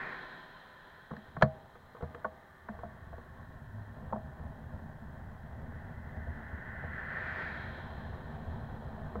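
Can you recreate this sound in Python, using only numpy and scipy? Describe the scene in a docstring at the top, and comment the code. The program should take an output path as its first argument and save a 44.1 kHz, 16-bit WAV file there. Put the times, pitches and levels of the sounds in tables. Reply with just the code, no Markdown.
"""A car swishes past about 5 m away, tyres roaring and spray trailing on a damp road.
The microphone rides on a bicycle, inside a camera's closed housing, whose resonances colour everything.
Ever rougher asphalt shakes the frame, bumps make the mount clack and ring, and loose parts rattle.
A second car overtakes as close near the end; two oncoming cars pass in the far lanes, over far traffic."""
import sys
import numpy as np
from scipy import signal
from scipy.fft import rfft, irfft
from scipy.io import wavfile
from scipy.ndimage import uniform_filter1d

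SR = 44100
rng = np.random.default_rng(int(sys.argv[2]) if len(sys.argv) > 2 else 0)


def generate_wav(sig):
    """Save sig (samples, or channels by samples) to the path in sys.argv[1] as 16-bit PCM at SR."""
    pcm = np.round(np.clip(np.atleast_2d(sig).T, -1, 1) * 32767).astype(np.int16)
    wavfile.write(sys.argv[1], SR, pcm)


N = 405719
TIME = np.arange(N) / SR


def undb(db):
    """Decibels to gain."""
    return 10 ** (np.asarray(db) / 20)


def unit(x):
    """Scale to rms 1."""
    return x / np.sqrt(np.mean(x ** 2))


def curves(table):
    """The columns of a table, joined by straight lines in time."""
    times, *columns = np.transpose(table)
    return [np.interp(TIME, times, column) for column in columns]


def walk(rate):
    """Random levels held 1 / rate s and smoothed twice; spread near 1."""
    hold = int(SR / rate)
    steps = rng.standard_normal(2048)[np.arange(N) // hold]
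    return np.sqrt(2) * uniform_filter1d(uniform_filter1d(steps, hold), hold)


def add(out, s, x):
    """Mix a short sound in at time s."""
    start = int(s * SR)
    out[start:start + len(x)] += x[:len(out) - start]


# Resonances and notches of the housing around the microphone: (frequency [Hz], width [Hz], lift [dB])
HOUSING_RESONANCES = [(341, 32, -4.5), (380.5, 63, 6.5), (426, 53, -2), (515.5, 20, 6), (578, 40, -4),
                      (623, 70, 5.5), (730, 160, 1), (1092, 32, 4), (1356, 110, 2), (1538, 112, 5.5),
                      (1784, 143, 6.5), (2320, 150, 1.5), (3160, 67, 1), (3227, 330, 6.5), (3830, 68, 4),
                      (4110, 140, 4.5), (4900, 200, 2), (6760, 190, 1)]

def housed(x, spectrum):
    """Give a sound its spectrum and the ring of the housing, as a causal filter."""
    size = 8192
    hz = np.maximum(np.fft.rfftfreq(size, 1 / SR), 1)
    points_hz, points_db = np.transpose(spectrum)
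    db = np.interp(np.log(hz), np.log(points_hz), points_db)
    # beyond its ends the spectrum falls away
    db -= 40 * np.log10(np.maximum(hz / points_hz[-1], 1) * np.maximum(points_hz[0] / hz, 1))
    db += sum(lift / (1 + (2 * (hz - f) / width) ** 2) for f, width, lift in HOUSING_RESONANCES)
    cepstrum = irfft(np.log(undb(db)))[:size // 2]
    cepstrum[1:] *= 2  # minimum phase
    response = irfft(np.exp(rfft(cepstrum, size)))
    return signal.fftconvolve(x, response)[:len(x)]


def hiss(spectrum, pitch_ratio=1):
    """Smooth noise heard through the housing, whose resonances stay put when the pitch shifts."""
    return unit(housed(rng.standard_normal(N), [(hz * pitch_ratio, db) for hz, db in spectrum]))


def nearness(along, before, after):
    """1 when a car is abreast of the microphone, falling with distance; reach differs before and after."""
    return 1 / np.hypot(1, along / np.where(along < 0, before, after))


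def doppler(spectrum, coming, shift):
    """Tyre noise, higher while a car approaches and lower as it leaves."""
    leaving, nearing = hiss(spectrum, 1 - shift), hiss(spectrum, 1 + shift)
    return np.sqrt((1 - coming) / 2) * leaving + np.sqrt((1 + coming) / 2) * nearing


def whine(hz, blur_hz):
    """Uneven tread blocks sing a blurred tone."""
    phase = 2 * np.pi * np.cumsum(hz) / SR
    return unit(walk(blur_hz) * np.sin(phase) + walk(blur_hz) * np.cos(phase))


# Spectra of a car on the damp road, from outside the housing: (frequency [Hz], level [dB])
TYRE_ROAR = [(25, -11), (80, -25), (165, -1.5), (230, -17), (800, -10), (1150, -8.5), (1450, 0.5),
             (1950, 1.5), (2200, -21.5), (2900, -26.5), (4500, -48.5)]
AIR_RUSH = [(25, 11.5), (80, -4.5), (160, 7), (310, 2), (650, 0.5), (900, 5), (1300, -9), (2000, -20.5)]
FLANK_HISS = [(200, -1.5), (900, -8), (1400, 3.5), (2300, 5), (2650, -7), (2950, -14.5), (4200, -13),
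              (4800, -22.5), (5400, -30), (7200, -36), (9000, -61)]
WET_SPRAY = [(1500, 7.5), (2400, -4.5), (2900, -6.5), (3100, -2), (3600, -1.5), (4150, -0.5), (4400, -13.5),
             (5200, -20.5), (8000, -33.5)]
# Two cars overtaking about 5 m off, two oncoming about 20 m off: (time abreast [s], time to cover that
# distance [s], speed past the bike [m/s], roar [dB], air rush [dB], flank hiss [dB], spray [dB],
# tread pitch abreast [Hz], tread whine [dB])
PASSING_CARS = [(.01, .24, 22, -40, -49.5, -48, -55.5, 1079, -55),
                (3.0, 0.76, 30, -64, -68, -82, -88, 1129, -65),
                (7.431, 0.28, 16, -40.5, -52, -48, -58.5, 1077, -66),
                (8.3, .5, 33, -64, -59.5, -83, -89, 1120, -74)]

def cars(roar_lead_s, roar_beam, flank_beam, spray_lag_s, flutter_db):
    """Tyres throw their roar ahead, air rushes and the flank hisses abreast, and spray trails behind."""
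    out, air, spray = np.zeros(N), hiss(AIR_RUSH), hiss(WET_SPRAY)
    for s, span_s, speed, roar_db, air_db, flank_db, spray_db, tread_hz, whine_db in PASSING_CARS:
        along = (TIME - s) / span_s
        coming = -along / np.hypot(1, along)  # 1 head-on, 0 abreast, -1 driving away
        mach = speed / 343
        roar = doppler(TYRE_ROAR, coming, .7 * mach)
        roar *= nearness(along + roar_lead_s / span_s, before=1.74, after=0.92) ** roar_beam
        flank = doppler(FLANK_HISS, coming, mach)
        flank *= nearness(along, before=1.6, after=1.4) ** flank_beam
        rush = air * nearness(along, before=0.76, after=0.64)
        trail = spray * nearness(along - spray_lag_s / span_s, before=0.37, after=1.15)
        tread = whine(tread_hz * (1 + mach * coming), blur_hz=130.1)
        tread *= nearness(along, before=.8, after=1.1)
        out += undb(roar_db) * roar + undb(air_db) * rush + undb(flank_db) * flank
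        out += undb(spray_db) * trail + undb(whine_db) * tread
    return out * undb(flutter_db * walk(16))


def grit(rate, spread_db):
    """Stones of the asphalt striking the tyres: many small kicks, a few large."""
    hit = rng.random(N) < rate / SR
    return hit * rng.standard_normal(N) * undb(spread_db * np.minimum(rng.exponential(size=N), np.pi))


def struck(modes, t, focus_hz, width_hz):
    """Modes decay after a blow; where it lands decides which answer most."""
    out = np.zeros(len(t))
    for hz, db, t60 in modes:
        off_focus_db = 20 * np.log10(np.hypot(1, (hz - focus_hz) / width_hz))
        out += undb(db - off_focus_db - 60 * t / t60) * np.sin(2 * np.pi * hz * t)
    return out


# The camera's sway on its mount; the ring of handlebar and clamp: (frequency [Hz], level [dB], t60 [s])
MOUNT_MODES = [(80.8, -1, 0.24), (100, -1.5, .07), (138.6, -2.5, 0.17), (159.5, 4, 0.095),
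               (211.4, 2.5, 0.13)]
BAR_MODES = [(478, 4.5, 0.11), (635.3, -1.5, 0.31), (688.6, 8, 0.13), (800, -7.5, 0.94), (811, 0, 0.2),
             (925, 7, 0.056), (1113, -8.5, 0.087), (1300, -2.5, 0.02), (1480, 0.5, 0.032), (1716, 6, 0.021)]
# Spectra of the road's shaking, carried up the bike to the microphone: (frequency [Hz], level [dB])
ROAD_RUMBLE = [(12, -35), (20, 1), (38, -21.5), (63, -2), (81, -0.5), (119, -6.5), (154, -4), (184, -17.5),
               (221, -5), (330, -32), (430, -68), (730, -120)]
FRAME_BUZZ = [(150, 9.5), (310, -3), (650, 3.5), (900, 3.5), (1200, -4.5), (1800, -14.5), (2300, -23.5),
              (3300, -31.5), (4100, -37), (4800, -42)]
# The road grows rougher under the tyres: (time [s], relative rumble [dB], relative buzz [dB])
ROAD_ROUGHNESS = [(0, -81, -60), (.9, -69, -63), (1.3, -59, -61.5), (1.56, -57, -55.5), (1.8, -63.5, -61.5),
                  (2.15, -57, -54), (2.55, -68, -64), (2.75, -52.5, -58), (3.5, -53, -60.5),
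                  (4.1, -47.5, -52.5), (5.1, -49, -55), (5.45, -47, -53.5), (6.2, -46, -52),
                  (6.8, -48, -53.5), (7.9, -46.5, -49.5), (8.6, -46, -49.5), (9.2, -42, -46.5)]

def rolling(rumble_gain_db, buzz_gain_db, bar_db, mount_db):
    """Road grain shakes the mount, buzzes in the frame and keeps the handlebar faintly ringing."""
    rumble_db, buzz_db = curves(ROAD_ROUGHNESS)
    t = TIME[:SR // 2]
    patches = walk(14)  # rougher and smoother patches of asphalt
    jolts, kicks = grit(rate=900, spread_db=2.5), grit(rate=3000, spread_db=1.0)
    shoves = grit(rate=400, spread_db=4.5)
    sway = signal.fftconvolve(shoves, struck(MOUNT_MODES, t, focus_hz=75, width_hz=27))[:N]
    bar = signal.fftconvolve(kicks, struck(BAR_MODES, t, focus_hz=574, width_hz=350))[:N]
    rumble = unit(housed(jolts, ROAD_RUMBLE)) + undb(mount_db) * unit(sway)
    rumble *= undb(rumble_db + rumble_gain_db + 0.87 * patches)
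    buzz = unit(housed(kicks, FRAME_BUZZ)) + undb(bar_db) * unit(bar)
    buzz *= undb(buzz_db + buzz_gain_db + 0.76 * patches + 0.45 * walk(45))
    return rumble + buzz


# Tyre roar from far along the road: (time [s], level [dB])
FAR_TRAFFIC = [(0, -75), (.95, -58.5), (1.75, -72.5), (3.3, -61.5), (5.3, -65), (7.5, -66), (9.2, -62)]

def far_traffic(pitch_ratio):
    """Distant cars, mostly driving away and so a little lower in pitch."""
    return hiss(TYRE_ROAR, pitch_ratio) * undb(curves(FAR_TRAFFIC)[0] + 0.69 * walk(28))


# Spectrum of a knock on the housing, right at the microphone: (frequency [Hz], level [dB])
CLACK_SPECTRUM = [(100, -24), (300, -5.5), (600, 3.5), (1100, 3.5), (1750, -6), (2200, -11.5), (3000, -36),
                  (4400, -16), (5200, -35), (7000, -37), (8200, -47), (14000, -31)]

def clack(t, bright_hz, contact_s, note_hz, chatter_db=-6.5, chatter_s=0.011, hollow_db=-8):
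    """A contact swells and dies, loose parts chatter on, and the struck spot adds a hollow note."""
    contact = (t / contact_s) ** 2 * np.exp(2 - 2 * t / contact_s)
    chatter = undb(chatter_db) * np.exp(-t / chatter_s)
    burst = (contact + chatter) * rng.standard_normal(len(t))
    soften = signal.butter(3, bright_hz, fs=SR, output="sos")
    knock = housed(signal.sosfilt(soften, burst), CLACK_SPECTRUM)
    knock += undb(hollow_db) * signal.lfilter(*signal.iirpeak(note_hz, Q=5, fs=SR), knock)
    return knock / np.sqrt(np.sum(knock ** 2) / (contact_s * SR / 2))


# Spectrum of that knock's sharp edge, just as close: (frequency [Hz], level [dB])
TICK_SPECTRUM = [(2200, 10.5), (3000, 8.5), (4400, -1), (5300, -8), (6000, -7), (7300, -13), (8200, -27),
                 (11000, -24), (14000, -30)]

def tick(t, bright_hz, decay_s=0.0031, hard_hz=4000, db_per_octave=8):
    """The sharp edge of a contact on the housing: the harder the contact, the louder."""
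    edge = housed(np.exp(-t / decay_s) * rng.standard_normal(len(t)), TICK_SPECTRUM)
    hardness = undb(db_per_octave * np.log2(bright_hz / hard_hz))
    return hardness * edge / np.sqrt(np.sum(edge ** 2) / (decay_s * SR / 2))


# Bumps that jolt the mount under the microphone: (time [s], clack [dB], brightness [Hz],
# contact time [s], sway gain [dB], sway focus [Hz], ring gain [dB], ring focus [Hz])
ROAD_BUMPS = [(1.107, -35, 1520, 0.0046, -28, 182.5, -48, 1054),
              (1.166, -38, 5030, 0.00091, -40.5, 215, -42, 1760),
              (1.365, -31.5, 2000, 0.0034, -32.5, 150, -45, 1110),
              (1.422, -11.5, 5000, 0.0016, -15.5, 141, -14, 1156),
              (1.424, -10.5, 5500, 0.0018, -20, 205, -10, 1742),
              (2.021, -40, 1230, .011, -24, 111, -35, 470),
              (2.245, -28, 1900, 0.0027, -34, 230, -22.5, 1520),
              (2.247, -26.5, 1400, 0.005, -65, 200, -22.5, 1120),
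              (2.686, -34, 1820, 0.0026, -33, 211, -26, 1560), (2.735, -50, 900, .005, -37.5, 80, -53, 710),
              (2.833, -36.5, 1210, 0.0033, -38, 199, -42.5, 660),
              (3.127, -42, 1210, 0.0051, -37, 91, -50.5, 665),
              (4.125, -24.5, 1050, 0.004, -31, 212, -29.5, 942),
              (4.158, -35.5, 900, .0041, -38, 215, -44, 667), (6.269, -43, 1200, .0045, -34, 75, -56, 700),
              (6.837, -36.5, 700, 0.0015, -29.5, 100, -45.5, 480),
              (8.470, -43, 587, 0.0035, -29, 86, -65, 506),
              (9.155, -27.5, 1390, .001, -27, 196, -40.5, 474)]

def bumps(sway_width_hz, ring_width_hz, tick_db, sway_lag_s=0.0085, sway_rise_s=0.004):
    """Each bump clacks the mount against the housing, rings the bar and sets the camera swaying."""
    out, t = np.zeros(N), TIME[:SR // 2]
    late = np.maximum(t - sway_lag_s, 0)  # the camera follows a bump late
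    own_note = undb(-17) * struck(BAR_MODES, t, focus_hz=648, width_hz=18.5)  # answers every bump
    for s, clack_db, bright_hz, contact_s, sway_db, sway_hz, ring_db, ring_hz in ROAD_BUMPS:
        hit = clack(t, bright_hz, contact_s, ring_hz) + undb(tick_db) * tick(t, bright_hz)
        sway = struck(MOUNT_MODES, late, sway_hz, sway_width_hz) * (1 - np.exp(-late / sway_rise_s))
        bar = undb(ring_db) * struck(BAR_MODES, t, ring_hz, ring_width_hz) + undb(clack_db) * own_note
        bar *= 1 - np.exp(-2 * t / contact_s)  # the ring builds during the contact
        add(out, s, undb(clack_db) * hit + undb(sway_db) * sway + bar)
    return out


# Light rattles close to the microphone: (time [s], level [dB], brightness [Hz])
LOOSE_RATTLES = [(1.136, -38, 1510), (1.412, -30.5, 2500), (1.755, -44.5, 3200), (1.949, -41, 2740),
                 (1.967, -43, 3500), (2.008, -38.5, 1280), (2.024, -44, 3500), (2.147, -34.5, 2800),
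                 (2.790, -39.5, 1600), (3.181, -42, 1200), (4.395, -45.5, 1500), (8.928, -44, 1215)]

def rattles(tick_db, note_hz, contact_s, ring_db):
    """Loose parts click on the housing and ring the bar faintly, too light to sway the camera."""
    out, t = np.zeros(N), TIME[:SR // 2]
    bar = undb(ring_db) * struck(BAR_MODES, t, focus_hz=464, width_hz=44)
    for s, db, bright_hz in LOOSE_RATTLES:
        click = clack(t, bright_hz, contact_s, note_hz) + undb(tick_db) * tick(t, bright_hz)
        add(out, s, undb(db) * (click + bar))
    return out


def hum(hz, peak_s, swell_s, db):
    """A brief, wavering low hum swells in the rumble."""
    swell = np.exp(-((TIME - peak_s) / swell_s) ** 2)
    return undb(db) * swell * np.sin(2 * np.pi * hz * TIME + 0.8 * walk(27))


def scene():
    """The bicycle under the microphone and the traffic around it, in mono."""
    bike = rolling(rumble_gain_db=0.3, buzz_gain_db=-2.27, bar_db=-17.5, mount_db=-5)
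    bike += hum(hz=103.1, peak_s=3.79, swell_s=.095, db=-41)
    bike += bumps(sway_width_hz=12.8, ring_width_hz=20, tick_db=-25)
    bike += rattles(tick_db=-18, note_hz=1270, contact_s=0.0019, ring_db=-10)
    traffic = cars(roar_lead_s=0.12, roar_beam=1.92, flank_beam=5.1, spray_lag_s=0.17, flutter_db=0.62)
    traffic += far_traffic(pitch_ratio=0.98)
    return (bike + traffic)[None]


# The microphone's own noise: (frequency [Hz], level [dB])
MIC_NOISE = [(20, 25), (60, -1), (300, 11), (5000, 3.5), (12000, 0.5), (13500, 3.5), (15500, 4.5)]

def record(dry):
    """The microphone adds faint hiss, and the top is cut at 15.8 kHz."""
    noisy = dry + undb(-75.5) * hiss(MIC_NOISE)
    return signal.sosfilt(signal.ellip(10, .2, 70, 15800, fs=SR, output="sos"), noisy)


dry = scene()
out = record(dry)
generate_wav(out)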